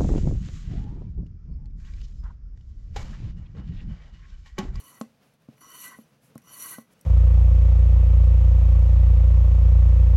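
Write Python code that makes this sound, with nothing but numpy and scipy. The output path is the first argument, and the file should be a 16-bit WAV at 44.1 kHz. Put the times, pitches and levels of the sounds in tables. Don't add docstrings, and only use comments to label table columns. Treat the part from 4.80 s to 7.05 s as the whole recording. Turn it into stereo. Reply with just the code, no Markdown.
import sys
import numpy as np
from scipy import signal
from scipy.fft import rfft, irfft, next_fast_len
from scipy.io import wavfile
from scipy.ndimage import map_coordinates

SR = 44100
rng = np.random.default_rng(int(sys.argv[2]) if len(sys.argv) > 2 else 0)


def generate_wav(signal):
    frames = np.transpose(np.atleast_2d(signal))
    scaled = np.clip(frames, -1, 1) * 32767
    pcm = np.round(scaled).astype(np.int16)
    wavfile.write(sys.argv[1], SR, pcm)


N = 99225

# time in seconds, treble ring level in dB, then in dB re that level
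STROKE_POINTS = [
    [(0.0, -49.5, -14.5, -24, -1.5, -17, -10.5), (0.028, -68, 0, -7, -13, -3, -2),
     (0.04, -56.5, -3, -24, -7, -10, -13), (0.05, -61, -3, -16, 0, -13, -4),
     (0.058, -56, -6.5, -29, -2, -10, -13), (0.084, -55, -7, -8, -4.5, -19, -6.5),
     (0.102, -54.5, -2, -16, 0, -20, -7), (0.118, -60, 4, -18, -8, -6, -6),
     (0.134, -66, 6, -1, -5, -6, 0.5), (0.146, -62.5, 4, -8, -3, -3, -2),
     (0.184, -61, 0.5, -0.5, 0, -14, -14.5), (0.194, -61, -47, -29, -31, -16, -15),
     (0.21, -60.5, -24, -1, -25, -7, -5)],
    [(0.765, -74.5, -1, -12, -2, -1, -9), (0.802, -72.5, -4, -6, 2, -6, -12),
     (0.81, -57, 3, -8, 2.5, 3, -17), (0.86, -66.5, 9.5, -9, 2, 4.5, -2),
     (0.916, -54.5, -2, -8, 1, -4, -11.5), (1.022, -47, -12, -17.5, -6, -4, -6),
     (1.054, -46, -8.5, -5.5, -4.5, -21, -8), (1.07, -53.5, 1, 1.5, -5, -11, 0),
     (1.082, -50, -2.5, -8.5, -17, -12, -4.5), (1.104, -61.5, 6, 2, 7, -2, -2),
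     (1.12, -53, 3.5, -3.5, -3, -9, -9.5), (1.15, -68.5, 11.5, 16.5, 3, -3, -2),
     (1.164, -61, -15, -35, -8, -12, -11), (1.21, -65.5, -6, -22, -1.5, -5, -7.5)],
    [(1.62, -76.5, -7, -24, -6, -0.5, -12), (1.676, -60.5, 4.5, -8, -1, 2, -10.5),
     (1.748, -46.5, -12.5, -22, -5, -14, -14), (1.76, -51, -7.5, -13, -8, -3, -10),
     (1.776, -43, -7.5, -25, -15, -15, -15.5), (1.794, -45.5, -9, -22, -6, -4.5, -8),
     (1.826, -40.5, -15, -13.5, -13, -9, -12), (1.856, -42, -7.5, -12.5, -9.5, -13, -13.5),
     (1.894, -42.5, -13, -24, -14, -16, -7.5), (1.936, -39, -8.5, -8, -13, -11, -17.5),
     (1.946, -51, -7, 0.5, -1, -17, -1), (1.98, -52.5, -8.5, -13, -16, -6.5, -16),
     (2.02, -65.5, -4, -12, -10, -11, -6)],
]


def stroke_levels_db():
    release_db_per_s = 433
    t, levels_db = np.arange(N) / SR, np.full((6, N), -200.)
    for points in STROKE_POINTS:
        times_s, treble_db, *rings_db, rasp_db = np.transpose(points)
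        begun = t >= times_s[0]
        fall_db = release_db_per_s * np.maximum(t[begun] - times_s[-1], 0)
        for row, offset_db in enumerate(rings_db + [0, rasp_db]):
            levels_db[row, begun] = np.interp(t[begun], times_s, treble_db + offset_db) - fall_db
    return levels_db


# frequency in Hz, width in Hz, left gain in dB, right gain in dB.
SCRAPER_MODES = [(1025.7, 70, -5, -0.5), (1102, 90, -2.5, -3), (1265, 170, -7.5, -4.5),
                 (1521, 91, -2.5, -7), (1973, 99, 5.5, 5.5), (2877, 200, -9.5, -15.5),
                 (2980, 125, -3.5, -7.5), (4457, 140, -11.5, -8.5), (5881, 174, 5.5, -7),
                 (6440, 250, -24, -18), (7127, 55, -18.5, -8), (9330, 140, -14, -5), (9760, 91, -17, -7.5),
                 (10665, 50, -18.5, -9), (10885, 430, -12, 2), (11570, 250, -42, 1), (12000, 57, -27, -5),
                 (12930, 340, -18, -8.5), (13700, 750, -31, -7.5), (15000, 450, -25, -16),
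                 (16000, 340, -55, -16.5)]
MODE_LEADS_MS = [.25, .33, 0, .24, .09, .23, .23, .2, .16] + [.1] * 12
# upper edge in Hz of the lowest, low, middle or high ring group.
GROUP_EDGES_HZ = [1400, 2400, 5000, 7500]


def scraper_rings(grit_drive, tick_drive, levels_db, flicker_db):
    tick_gain_db, waver_s = -17, .0001
    out = 0
    for (hz, width_hz, left_db, right_db), lead_ms in zip(SCRAPER_MODES, MODE_LEADS_MS):
        group = np.searchsorted(GROUP_EDGES_HZ, hz)
        level_db = levels_db[group] + flicker_db + 1.6 * drift(rate_hz=20)
        drive = grit_drive * from_db(level_db)
        if hz > GROUP_EDGES_HZ[1]:
            drive = drive + from_db(tick_gain_db) * tick_drive
        left, right = resonance(drive, hz, width_hz, passes=2)
        if hz < GROUP_EDGES_HZ[-1]:
            read_at = np.arange(N) + waver_s * SR * drift(rate_hz=7)
            left, right = (map_coordinates(v, [read_at], order=3, mode="nearest") for v in (left, right))
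        left = np.roll(left, -round(lead_ms * SR / 1000))
        out = out + np.array([from_db(left_db) * left, from_db(right_db) * right])
    return out


# frequency in Hz, left and right relative density in dB.
RASP_SPECTRUM = [(294, -14, -13.5), (810, -19, -7), (2380, 3.5, 3), (3330, -9, -4.5), (4470, 4, 2.5),
                 (4540, -28, -18), (6120, 4, 7.5), (7790, 2.5, 0), (9600, -15, 5.5), (11670, -16, 3.5),
                 (11650, 4.5, -5.5), (14300, -35, -36), (15700, -38, -6)]


def scrape(tick_drive):
    levels_db = stroke_levels_db()
    flicker_db = drift(rate_hz=20)
    grit_drive = stereo(grit())
    rings = scraper_rings(grit_drive, tick_drive, levels_db, flicker_db)
    rasp = from_db(levels_db[-1] + 6.5 + flicker_db) * unit_rms(stereo(grit(), RASP_SPECTRUM))
    return rings + table_rumble(grit_drive, levels_db[0]) + rasp


def grit():
    clicks_per_s, spread_db = 9000, 2.5
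    sizes = from_db(spread_db * np.minimum(rng.exponential(1, (2, N)), 5))
    signs = rng.choice([-1, 1], (2, N))
    return unit_rms(sizes * signs * (rng.random((2, N)) < clicks_per_s / SR))


# frequency in Hz, gain in dB, t60 in seconds.
TABLE_MODES = [(129, -3, 0.039), (228.4, -4.5, 0.11), (253.5, -3, 0.047), (435, -15.5, 0.047),
               (522, -11.5, 0.048), (627, -7, 0.025), (799, -11.5, 0.025), (1089, -4.5, 0.024),
               (1270, -12.5, 0.024)]


def table_rumble(grit_drive, lowest_ring_db):
    offset_db, t60_share = -12.5, 0.3
    out = 0
    for hz, db, t60_s in TABLE_MODES:
        width_hz = np.log(1000) / np.pi / (t60_s * t60_share)
        out = out + resonance(grit_drive * from_db(lowest_ring_db + offset_db + db), hz, width_hz, passes=1)
    return out


# start in seconds, gain in dB, extra gain of the deepest mode in dB,
# contact cut-off in Hz, crack gain in dB, factor on t60 under the hand.
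THUD_EVENTS = [(0.212, -23.5, -18, 1610, -26.5, 1.11), (0.687, -36, 13, 446, -54, 0.95),
               (1.1874, -36.5, -9, 550, -54, 1.13), (1.557, -34.5, 12.5, 850, -52, 1.04),
               (1.984, -32.5, 1.5, 1270, -44, 1)]


def thuds():
    left_lag_s, crack_top_hz = 0.00012, 7000
    body, cracks, t = np.zeros(N + SR), 0, np.arange(SR // 4) / SR
    for start_s, db, deep_db, contact_hz, crack_db, t60_factor in THUD_EVENTS:
        modes = [from_db(mode_db - 60 * t / (t60_s * t60_factor)) * np.sin(2 * np.pi * hz * t)
                 for hz, mode_db, t60_s in TABLE_MODES]
        ring = from_db(deep_db) * modes[0] + sum(modes[1:])
        i = int(start_s * SR)
        body[i:i + len(t)] -= from_db(db) * signal.lfilter(*signal.butter(2, contact_hz, fs=SR), ring)
        cracks = cracks + puff(start_s + 0.00097, crack_db, t60_s=0.011, low_hz=1800)
    cracks = signal.lfilter(*signal.butter(4, crack_top_hz, fs=SR), cracks)
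    left = np.roll(body, round(left_lag_s * SR))
    return stereo(cracks) + np.array([left[:N], body[:N]])


# start in seconds, gain in dB, t60 in seconds, low cut in Hz.
TICK_EVENTS = [(0.221, -48, 0.021, 3000), (0.538, -58, 0.026, 8000), (0.62, -58, 0.01, 5500),
               (0.752, -72, 0.011, 5540), (.780, -52, 0.0073, 500), (1.554, -46.5, 0.012, 4500),
               (1.579, -32.5, 0.0043, 3500), (1.618, -55.5, 0.022, 4000), (2.1927, -56.5, 0.012, 2500),
               (2.2115, -38, 0.0072, 7160)]


def ticks():
    bounce_s, bounce_db = .002, -7
    hits = sum(puff(*row) for row in TICK_EVENTS)
    return hits + from_db(bounce_db) * np.roll(hits, round(bounce_s * SR), axis=1)


# start in seconds, length in seconds, gain in dB, share of the length spent rising.
SWISH_EVENTS = [(0.423, 0.15, -69, 0.23), (1.267, 0.07, -68.5, .3), (1.41, 0.12, -58.5, 0.29),
                (2.103, 0.04, -57.5, 0.82)]


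def swishes():
    t, swell = np.arange(N) / SR, 0
    for start_s, length_s, db, rise in SWISH_EVENTS:
        corners_s = [start_s, start_s + rise * length_s, start_s + length_s]
        swell = swell + from_db(db) * np.interp(t, corners_s, [0, 1, 0])
    return high_pass(swell * rng.standard_normal((2, N)), hz=4000, order=2)


def room_tail(near):
    t60_s, gap_s, band_hz = .24, .004, [400, 8000]
    t = np.arange(N) / SR
    decay = from_db(-60 * t / t60_s) * (t > gap_s)
    tail = stereo(rng.standard_normal((2, N)) * decay)[:, :SR // 2]
    tail = signal.lfilter(*signal.butter(1, band_hz, "band", fs=SR), tail)
    return signal.fftconvolve(near, tail / np.sqrt(np.sum(tail ** 2) / 2), axes=1)[:, :N]


# frequency in Hz, left and right relative density in dB.
AIR_SPECTRUM = [(25.7, -30, -34), (59.3, -8.5, -0.5), (85, -7, -7.5), (138.4, 7, 8), (259, 0.5, -1),
                (384, -16.5, -6.5), (430, -2.5, -2), (860, -9, -8), (1410, -10, -6), (2620, -13, -10),
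                (4100, -17, -22), (6340, -16, -22.5), (7850, -29, -25), (10900, -22.5, -20),
                (12500, -29.5, -27), (17600, -23, -24)]


def room_air():
    level_db = -61.5 + 2 * drift(rate_hz=8.1)
    return from_db(level_db) * unit_rms(stereo(rng.standard_normal((2, N)), AIR_SPECTRUM))


# frequency in Hz, share common to both.
PORT_COHERENCE = [(100, 0.97), (500, 0.86), (2000, 0.57), (3000, 0.23), (4500, 0.41), (8000, 0.44),
                  (15000, 0.2)]


def stereo(draws, colour=None):
    left_lag_s = 0.000245
    size = next_fast_len(N + 4096)
    hz = np.arange(size // 2 + 1) * SR / size
    right, other = rfft(draws, size)
    common = at_hz(PORT_COHERENCE, hz)[0]
    left = common * right + np.sqrt(1 - common ** 2) * other
    left = left * np.exp(-2j * np.pi * hz * left_lag_s)
    gain = 1 if colour is None else from_db(at_hz(colour, hz))
    return irfft(gain * np.array([left, right]), size)[:, :N]


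def puff(start_s, db, t60_s, low_hz):
    out, i, t = np.zeros((2, N)), int(start_s * SR), np.arange(2000) / SR
    noise = from_db(db - 60 * t / t60_s) * rng.standard_normal((2, len(t)))
    out[:, i:i + len(t)] = high_pass(noise, low_hz, order=2)[:, :N - i]
    return out


def resonance(x, hz, width_hz, passes):
    r, w = np.exp(-np.pi * width_hz / SR), 2 * np.pi * hz / SR
    for _ in range(passes):
        x = signal.lfilter([1, 0, -1], [1, -2 * r * np.cos(w), r * r], x + 1e-18) * (1 - r * r) / 2
    return x * np.sqrt(2 * passes / (1 - r * r))


def drift(rate_hz):
    hop, settle = 40, 2000
    r = np.exp(-2 * np.pi * rate_hz * hop / SR)
    slow = signal.lfilter([1], [1, -2 * r, r * r], rng.standard_normal(N // hop + settle + 2))[settle:]
    return np.interp(np.arange(N) / hop, np.arange(len(slow)), unit_rms(slow))


def at_hz(points, hz):
    points_hz, *columns = np.transpose(points)
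    return np.array([np.interp(np.log(hz + 1), np.log(points_hz), c) for c in columns])


def high_pass(x, hz, order):
    return signal.sosfilt(signal.butter(order, hz, "high", fs=SR, output="sos"), x)


def from_db(db):
    return 10 ** (np.asarray(db) / 20)


def unit_rms(x):
    return x / np.sqrt(np.mean(x ** 2) + 1e-20)


# frequency in Hz, left and right gain in dB.
PORT_COLOUR = [(1950, 13.5, 11.5), (4600, -14, -10.5), (5600, 2, -1.5), (8200, -7, -2), (11200, -9, 6.5),
               (13600, -13, -6.5), (16100, -17, -6)]


def scene():
    tick_drive = ticks()
    near = scrape(tick_drive) + thuds() + stereo(tick_drive + swishes(), PORT_COLOUR)
    near = high_pass(near, hz=176, order=3)
    return near + room_air() + from_db(-15) * room_tail(near)


def record(dry):
    cutoff_hz = 15950
    return signal.sosfilt(signal.ellip(12, .5, 70, cutoff_hz, fs=SR, output="sos"), dry)


dry = scene()
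out = record(dry)
generate_wav(out)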